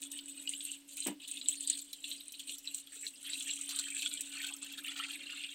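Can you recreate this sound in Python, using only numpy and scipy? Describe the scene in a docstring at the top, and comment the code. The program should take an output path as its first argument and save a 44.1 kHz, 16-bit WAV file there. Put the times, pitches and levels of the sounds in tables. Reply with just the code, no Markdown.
"""Water sputters, fizzes and splashes over a low, hollow hum, with one knock about a second in.
A hose runs into the empty plastic tub of a washing machine, outdoors, heard from just above the rim.
The stream spatters on the bottom and traps ringing bubbles, larger ones as a puddle forms.
Its push keeps the air in the tub humming. The knock is the hose bumping the wall."""
import sys
import numpy as np
from scipy import signal
from scipy.fft import rfft, irfft
from scipy.io import wavfile
from scipy.ndimage import uniform_filter1d

SR = 44100
rng = np.random.default_rng(int(sys.argv[2]) if len(sys.argv) > 2 else 0)


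def unload_audio(sound):
    """Save the sound as a 16-bit wav file, at the path given as the first command line argument."""
    columns = np.transpose(np.atleast_2d(sound))
    # keep every value between -1 and 1, then stretch to whole-number steps
    steps = np.round(np.clip(columns, -1, 1) * 32767)
    wavfile.write(sys.argv[1], SR, steps.astype(np.int16))


N = 244314
TIME = np.arange(N) / SR

# The tone of drops on plastic, of splashing and of fine spray. Each row: frequency in Hz, level in dB.
SPATTER_TONE = [(100, -71), (700, -77), (1500, -51), (2500, -7.5), (4000, -5.5), (5200, -17.5),
                (6500, -3.5), (7400, 4), (8100, -1.5), (8700, 8), (9500, -7.5), (12000, -29),
                (13700, -24.5), (16000, -19)]
SPLASH_TONE = [(450, -34), (750, -6), (1150, -9), (1600, -10.5), (2800, -2.5), (4300, 14), (5200, -2),
               (7400, 6.5), (16000, -37.5)]
SPRAY_TONE = [(1000, -59), (6000, -1.5), (12000, -1.5), (15800, -6.5)]
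# The notes at which the tub's air and its plastic shell ring.
# Each row: pitch in Hz, level in dB, seconds to fade by 60 dB.
AIR_NOTES = [(281.3, 9, 0.85), (562, -9.5, 0.18)]
SHELL_NOTES = [(188.3, -0.5, 0.22), (297.7, 5, 0.29), (543, 5.5, 0.042), (788, 11, 0.017),
               (884, 7.5, 0.056), (961, 7.5, 0.091)]


def undb(db):
    """Turn decibels into a factor to multiply by."""
    return 10 ** (np.asarray(db) / 20)


def curve(rows):
    """Join rows of (seconds, value) with straight lines."""
    return np.interp(TIME, *np.transpose(rows))


def unit(x):
    """Scale a sound to an average power of 1."""
    return x / np.sqrt(np.mean(x ** 2))


def even(x, span_s):
    """Hold the power near 1 over each span: a steady supply of water, uneven only in its detail."""
    size = max(int(span_s * SR / 2), 2)
    power = uniform_filter1d(uniform_filter1d(x ** 2, size), size)
    return x / np.sqrt(np.abs(power) + 1e-4 * np.mean(x ** 2))


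def fade(t, t60):
    """Die away by 60 dB each time t grows by t60."""
    return np.exp(-np.log(1000) * t / t60)


def flicker(per_s):
    """Wander at random around zero, heading for a new value per_s times a second."""
    targets = rng.standard_normal(1000)
    return unit(np.interp(TIME * per_s, np.arange(len(targets)), targets))


def add(out, s, sound):
    """Mix a short sound in, starting at s seconds."""
    start = int(np.clip(s * SR, 0, N - 1))
    out[start:start + len(sound)] += sound[:N - start]


def colour(x, tone, size=4096):
    """Filter a sound so that it takes on the tone given by rows of (Hz, dB)."""
    hz, db = np.transpose(tone)
    grid_hz = np.maximum(np.arange(size // 2 + 1) * SR / size, 1)
    gains = undb(np.interp(np.log(grid_hz), np.log(hz), db))
    # these steps make the filter ring only after a hit, never before it
    cepstrum = irfft(np.log(gains))
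    cepstrum[1:size // 2] *= 2
    cepstrum[size // 2 + 1:] = 0
    response = irfft(np.exp(rfft(cepstrum)))
    return signal.fftconvolve(x, response / np.linalg.norm(response))[:N]


def resonate(x, notes):
    """A push makes an object ring at its own fading notes."""
    t = TIME[:SR // 2]
    ring = sum(undb(db) * fade(t, t60) * np.cos(2 * np.pi * hz * t) for hz, db, t60 in notes)
    return signal.fftconvolve(x, ring)[:N]


def impacts(per_s, scatter_db):
    """Clicks at random times, many small and a few large."""
    size = undb(scatter_db * np.minimum(rng.exponential(size=N), 5))
    return (rng.random(N) < per_s / SR) * size * np.sign(rng.standard_normal(N))


def ping(hz, cycles, rise):
    """A short note swells quickly, then climbs in pitch as it fades."""
    age = np.arange(int(cycles / hz * SR)) * hz / SR  # counted in cycles
    ring = np.sin(2 * np.pi * (age + rise * age ** 2 / (2 * cycles)))
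    swell = 1 - np.exp(-(age / 2) ** 2)
    return ring * fade(age, cycles) * swell


def swarm(count, centre_hz, octaves, cycles, scatter_db, rise):
    """Many pings at random times, scattered around a pitch that may move."""
    out, centre = np.zeros(N), np.broadcast_to(centre_hz, N)
    for when, size, strength, life in rng.random((count, 4)):
        hz = centre[int(when * N)] * 2 ** (octaves * np.arcsin(2 * size - 1))
        gain = undb(-scatter_db * np.log(max(strength, .01)))
        add(out, when * N / SR, gain * ping(hz, cycles * (.5 + life), rise))
    return out


def walls(x, echo_db, t60=.06, pieces=30):
    """Close plastic walls throw the sound back; the echoes change as the stream wanders."""
    t = TIME[:SR // 8]
    hop = N // pieces
    out = x.copy()
    for start in range(0, N - hop, hop):
        piece = x[start:start + 2 * hop]
        echoes = rng.standard_normal(len(t)) * (rng.random(len(t)) < .08)
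        echoes *= fade(t, t60) * (t > .0015)
        echoes /= np.linalg.norm(echoes)
        window = np.sin(np.pi * np.arange(len(piece)) / (2 * hop))
        add(out, start / SR, undb(echo_db) * signal.fftconvolve(piece * window, echoes))
    return out


def hollow(x, sharpness=24, spread_s=0.9, gain_db=0.41):
    """The tub lifts a few narrow bands of the splashing; which ones depends on where the stream lands."""
    # Each row: frequency in Hz, boost in dB, time in seconds when it is strongest.
    bands = [(2970, 3.5, 1.1), (4070, 8.5, 2.52), (3180, 3, 4.7), (5800, 9.5, 3.2), (7580, 5.5, 3.5),
             (9720, 3, 3.5), (13800, 5, 4.1), (2830, 4, 5.8)]
    out = x.copy()
    for hz, db, s in bands:
        nearness = np.exp(-((TIME - s) / spread_s) ** 2)
        band = signal.lfilter(*signal.iirpeak(hz, sharpness, fs=SR), x)
        out += (undb(db) - 1) * nearness * band
    return undb(gain_db) * out


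def outdoors(level_db=-68):
    """The open air makes a faint, even hiss."""
    # The tone of the hiss. Each row: frequency in Hz, level in dB.
    air_tone = [(25, 5.5), (90, 0), (400, 1), (1000, -5), (3000, 5.5), (9000, -3), (16000, -9)]
    return undb(level_db) * unit(colour(rng.standard_normal(N), air_tone))


def hum(shell_db=-19):
    """The stream's soft, uneven push keeps the air in the tub sounding, and the shell faintly with it."""
    # How strongly the push makes the tub hum. Each row: time in seconds, level in dB.
    hum_levels = [(0, -57.5), (.5, -59.5), (.92, -64.5), (1.25, -62.5), (1.76, -59.5), (1.96, -72),
                  (2.11, -60), (2.3, -71.5), (2.52, -61.5), (2.61, -71.5), (2.7, -62), (2.8, -69.5),
                  (3.24, -67.5), (3.31, -61), (5.11, -59.5), (5.54, -66)]
    low_band = signal.butter(2, [170, 800], "band", fs=SR, output="sos")
    push = signal.sosfilt(low_band, rng.standard_normal(N))
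    air = even(resonate(push, AIR_NOTES), span_s=0.13)
    shell = undb(shell_db) * unit(resonate(push, SHELL_NOTES))
    return (air + shell) * undb(curve(hum_levels))


def knock(boom_db=-39, air_db=-17, rattle_db=-45, contact_s=0.0029):
    """The hose bumps the wall: a dull boom, a brief plastic rattle, and the air in the tub rings on."""
    # The bump and its rebounds. Each row: start in seconds, dB added to the boom, dB added to the rattle.
    bumps = [(1.061, -3.5, 12.5), (1.075, -12, 10), (1.085, 8.5, -3), (1.114, -1, -3)]
    # The tone of rattling plastic. Each row: frequency in Hz, level in dB.
    rattle_tone = [(100, -33), (190, 7), (330, 14), (500, 1), (1000, -4.5), (1300, -11), (2700, -2.5),
                   (14000, -46)]
    blows, rattle = np.zeros((2, N))
    t = TIME[:SR // 5]
    push = np.exp(-t / contact_s)
    chatter = fade(t, .12) * (1 - push)
    for s, blow_db, chatter_db in bumps:
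        add(blows, s, undb(blow_db + boom_db) * push / push.sum())
        add(rattle, s, undb(chatter_db + rattle_db) * chatter * rng.standard_normal(len(t)))
    # a thin wall gives off little sound below its lowest note
    bass_cut = signal.butter(4, 165, "high", fs=SR, output="sos")
    boom = signal.sosfilt(bass_cut, resonate(blows, SHELL_NOTES))
    return boom + undb(air_db) * resonate(blows, AIR_NOTES) + colour(rattle, rattle_tone)


def gurgles(spread_s=0.026, count=12):
    """A pocket of air is dragged under and breaks into a quick cluster of large, short-lived bubbles."""
    # Each row: start in seconds, level of each bubble in dB, typical pitch in Hz.
    air_pockets = [(2.49, -68, 450), (2.919, -51, 2060), (2.95, -70, 474), (3.031, -44.5, 2200),
                   (3.039, -65, 373), (3.27, -41.5, 2210), (3.47, -45.5, 2150), (3.719, -50.5, 1340),
                   (4.497, -55.5, 930), (4.62, -59, 1150)]
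    out = np.zeros(N)
    for s, db, typical_hz in air_pockets:
        for when, size in rng.random((count, 2)):
            hz = typical_hz * 2 ** (.7 * (size - .5))
            add(out, s + when * spread_s, undb(db) * ping(hz, cycles=24, rise=.07))
    return walls(out, echo_db=-0.5)


def gushes(t60=0.084, spray_db=-6):
    """A lump of water lands all at once: a dense burst of splashing and spray that dies away."""
    # Each row: start in seconds, level in dB.
    landings = [(3.691, -38.5), (3.708, -42.5), (3.789, -38.5), (4.019, -44)]
    swell = np.zeros(N)
    for s, db in landings:
        add(swell, s, undb(db) * fade(TIME[:SR // 3], t60))
    splash, spray = swell * rng.standard_normal((2, N))
    return colour(splash, SPLASH_TONE) + undb(spray_db) * colour(spray, SPRAY_TONE)


def plips(splat_db=-5.5):
    """Single loud bubbles, each born in a soft splat, ring and climb in pitch as they near the surface."""
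    # Each row: start in seconds, level in dB, pitch in Hz.
    loud_bubbles = [(0.189, -28, 3100), (0.4743, -24.5, 2950), (0.5358, -27, 2990), (0.606, -30, 3400),
                    (1.024, -29.5, 3980), (1.371, -28.5, 3560), (1.413, -28.5, 3950), (1.4588, -29.5, 3580),
                    (1.6981, -28, 4140), (1.931, -31.5, 3910), (2.0415, -28.5, 3410), (2.1141, -27.5, 3770),
                    (2.208, -33.5, 3760), (2.494, -31, 2820), (2.655, -41, 5250), (2.674, -28, 3880),
                    (2.872, -37.5, 3280), (3.0667, -28, 4070), (3.158, -42.5, 4900), (3.3334, -23.5, 3860),
                    (3.4069, -26, 3360), (3.494, -26, 2800), (3.509, -28, 3640), (3.788, -25.5, 3830),
                    (3.884, -33, 2540), (3.994, -30.5, 3900), (4.021, -23, 3070), (4.0604, -18.5, 3430),
                    (4.114, -30, 3950), (4.1737, -27, 3100), (4.4447, -28.5, 3320), (4.524, -31.5, 3300),
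                    (4.88, -26.5, 2900), (5.2994, -32, 2830), (5.437, -30, 2590)]
    rings, splats = np.zeros((2, N))
    t = TIME[:SR // 40]
    burst = fade(t, 0.012) * (1 - np.exp(-t / 0.00071))
    for s, db, hz in loud_bubbles:
        add(rings, s, undb(db) * ping(hz, cycles=40.2, rise=0.042))
        add(splats, s, undb(db + splat_db) * burst * rng.standard_normal(len(t)))
    splat_band = signal.butter(3, [2500, 4700], "band", fs=SR, output="sos")
    return walls(rings + 2 * signal.sosfilt(splat_band, splats), echo_db=-2)


def drops(ring_hz=8050, ring_db=1, smack_db=-9, spray_db=-4):
    """Fat drops smack the plastic with a brief, shrill ring; at times the hose spits fine spray."""
    # Each row of both tables: start in seconds, level in dB.
    fat_drops = [(0.019, -33), (0.1153, -34), (0.258, -35), (0.492, -21), (0.651, -23.5), (0.716, -24),
                 (1.003, -23.5), (1.051, -26), (1.069, -20.5), (1.28, -36), (1.313, -25.5), (1.485, -12.5),
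                 (1.6068, -25), (1.6742, -18.5), (1.699, -12.5), (2.281, -31.5), (2.7451, -23),
                 (3.229, -36), (3.535, -26), (3.558, -29.5), (3.612, -27.5), (3.761, -25), (3.7882, -22),
                 (3.795, -25.5), (3.903, -28), (3.948, -26), (3.966, -28.5), (4.06, -28), (4.1383, -23.5),
                 (4.2078, -21.5), (4.5378, -26), (4.6283, -28.5)]
    spits = [(0.017, -33), (0.1162, -31.5), (0.662, -38), (0.968, -28), (1.069, -22.5), (1.279, -34),
             (1.929, -29), (2.32, -31.5), (2.394, -36.5), (2.582, -32), (2.7458, -34), (4.209, -29.5),
             (4.465, -35), (4.564, -36), (4.722, -36), (4.788, -37)]
    smacks, sprays, rings = np.zeros((3, N))
    t = TIME[:SR // 30]
    burst = fade(t, .016) * (1 - np.exp(-t / .0009))
    for s, db in fat_drops:
        add(smacks, s, undb(db + smack_db) * burst * rng.standard_normal(len(t)))
        hz = ring_hz * (1 + 0.022 * rng.standard_normal())
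        add(rings, s + .0005, undb(db + ring_db) * ping(hz, cycles=65, rise=0.012))
    puff = fade(t, .022) * (1 - np.exp(-(t / 0.0014) ** 2))
    for s, db in spits:
        add(sprays, s, undb(db + spray_db) * puff * rng.standard_normal(len(t)))
    sound = colour(smacks, SPATTER_TONE) + colour(sprays, SPRAY_TONE) + rings
    return walls(sound, echo_db=-4)


def flow(attack_s=0.0078, drain_t60=0.11, trickle_spatter_db=-8.5, trickle_fizz_db=-13):
    """Spurts on top of a trickle set the strength of the spatter and of the fizz over time."""
    # The thin stream that runs on between spurts. Each row: time in seconds, level in dB.
    trickle = [(0, -50.5), (.75, -46.5), (.86, -64), (1.16, -65), (1.45, -43.5), (1.75, -38.5), (1.87, -51),
               (2.12, -47), (2.85, -55), (3.2, -49.5), (3.4, -41), (4.22, -41), (4.59, -49), (5.0, -50),
               (5.53, -49.5)]
    # Each row: start in seconds, length in seconds, spatter level in dB, fizz level in dB.
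    spurts = [(0.018, 0.035, -44.5, -51), (0.11, 0.075, -47, -54), (0.276, 0.035, -44.5, -58.5),
              (0.36, 0.071, -50, -56.5), (0.464, 0.18, -47.5, -61), (0.642, 0.1, -50.5, -51.5),
              (0.875, 0.11, -53, -63), (0.965, 0.13, -46, -52), (1.197, 0.055, -57, -52.5),
              (1.269, 0.12, -50, -52.5), (1.475, 0.067, -43, -51.5), (1.619, 0.012, -44, -49.5),
              (1.673, 0.08, -47.5, -46), (1.767, 0.048, -44.5, -72), (2.035, 0.12, -49, -50.5),
              (2.335, 0.0086, -62, -46.5), (2.39, 0.0082, -45.5, -44.5), (2.467, 0.079, -46.5, -52.5),
              (2.641, 0.09, -52.5, -57.5), (2.736, 0.066, -48.5, -61), (2.917, 0.072, -51.5, -61.5),
              (3, 0.085, -47.5, -70), (3.238, 0.1, -55, -48), (3.286, 0.17, -47.5, -52),
              (3.468, 0.064, -44.5, -44.5), (3.602, 0.071, -49, -71), (3.681, 0.16, -51.5, -49.5),
              (3.85, 0.073, -49, -50.5), (3.951, 0.12, -46, -46), (4.105, 0.059, -70, -50.5),
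              (4.319, 0.13, -52.5, -48.5), (4.405, 0.094, -48, -47.5), (4.615, 0.052, -55, -51),
              (4.686, 0.058, -75, -51), (4.772, 0.024, -54, -46.5), (4.837, 0.087, -52, -46.5),
              (4.955, 0.1, -53.5, -44.5), (5.079, 0.081, -51, -48), (5.188, 0.094, -78, -50.5),
              (5.289, 0.17, -55.5, -47.5), (5.4, 0.15, -58.5, -51)]
    spatter_power = undb(curve(trickle) + trickle_spatter_db) ** 2
    fizz_power = undb(curve(trickle) + trickle_fizz_db) ** 2
    t = TIME[:SR // 2]
    for s, length_s, spatter_db, fizz_db in spurts:
        # a spurt starts abruptly, holds, then drains away
        shape = np.minimum(t / attack_s, 1) * fade(np.maximum(t - length_s, 0), drain_t60)
        add(spatter_power, s, (undb(spatter_db) * shape) ** 2)
        add(fizz_power, s, (undb(fizz_db) * shape) ** 2)
    return np.sqrt(spatter_power), np.sqrt(fizz_power)


def fizz(strength, splash_db=1):
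    """Fine bubbles fizz where the stream lands; larger ones churn and splash as the puddle deepens."""
    # Bubble size changes with the water's depth. Each row: time in seconds, typical pitch in Hz.
    fizz_pitch = [(0, 3300), (1.0, 3340), (1.6, 3696), (2.4, 3270), (5.5, 3100)]
    # The puddle's churning. Each row: time in seconds, level in dB compared with the fine bubbles.
    churn_levels = [(0, -12), (.7, -17), (2.4, -21.5), (2.85, -8.5), (3.28, -11.5), (3.58, -13),
                    (3.78, -5.5), (4.15, -13.5), (4.38, -1.5), (4.85, -6.5), (5.02, 0), (5.45, -13.5)]
    pitch = curve(fizz_pitch) * (1 + 0.044 * flicker(per_s=25))
    fine = swarm(count=5600, centre_hz=pitch, octaves=0.31, cycles=30.4, scatter_db=5, rise=0.073)
    large = swarm(count=3200, centre_hz=1980, octaves=0.46, cycles=18, scatter_db=5.5, rise=0.021)
    splash = unit(colour(impacts(per_s=4500, scatter_db=11), SPLASH_TONE))
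    churn = unit(large) + undb(splash_db) * splash
    fine = even(walls(fine, echo_db=8.5), span_s=0.11)
    churn = even(walls(churn, echo_db=15), span_s=0.062) * undb(curve(churn_levels))
    return (fine + churn) * strength


def spatter(strength, shrill_db=6, mist_db=-27, crackle_db=-6, mist_growth=0.7):
    """Droplets tick on the plastic with a brief, shrill ring near 8 kHz and throw off a crackling mist."""
    ticks = unit(colour(impacts(per_s=2000, scatter_db=10.5), SPATTER_TONE))
    pitch = 8150 + 150 * flicker(per_s=12)
    shrill = swarm(count=3000, centre_hz=pitch, octaves=0.075, cycles=115, scatter_db=8, rise=0.01)
    crackle = unit(colour(impacts(per_s=2200, scatter_db=0.5), SPRAY_TONE))
    sizzle = swarm(count=3000, centre_hz=12300, octaves=0.29, cycles=30, scatter_db=6, rise=0.04)
    droplets = even(walls(ticks + undb(shrill_db) * unit(shrill), echo_db=7), span_s=0.036)
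    mist = unit(walls(undb(crackle_db) * crackle + unit(sizzle), echo_db=4.5))
    # the mist swells less than the droplets do
    return droplets * strength + mist * undb(mist_db) * strength ** mist_growth


def scene():
    """Mix all the sounds at the rim of the tub into one channel."""
    spatter_strength, fizz_strength = flow()
    stream = spatter(spatter_strength) + fizz(fizz_strength)
    water = hollow(stream + drops() + plips() + gurgles() + gushes())
    return (water + hum() + knock() + outdoors())[None]


def record(dry, top_hz=15800):
    """The recorder cuts off the highest treble."""
    return signal.sosfilt(signal.ellip(10, .2, 70, top_hz, fs=SR, output="sos"), dry)


dry = scene()
out = record(dry)
unload_audio(out)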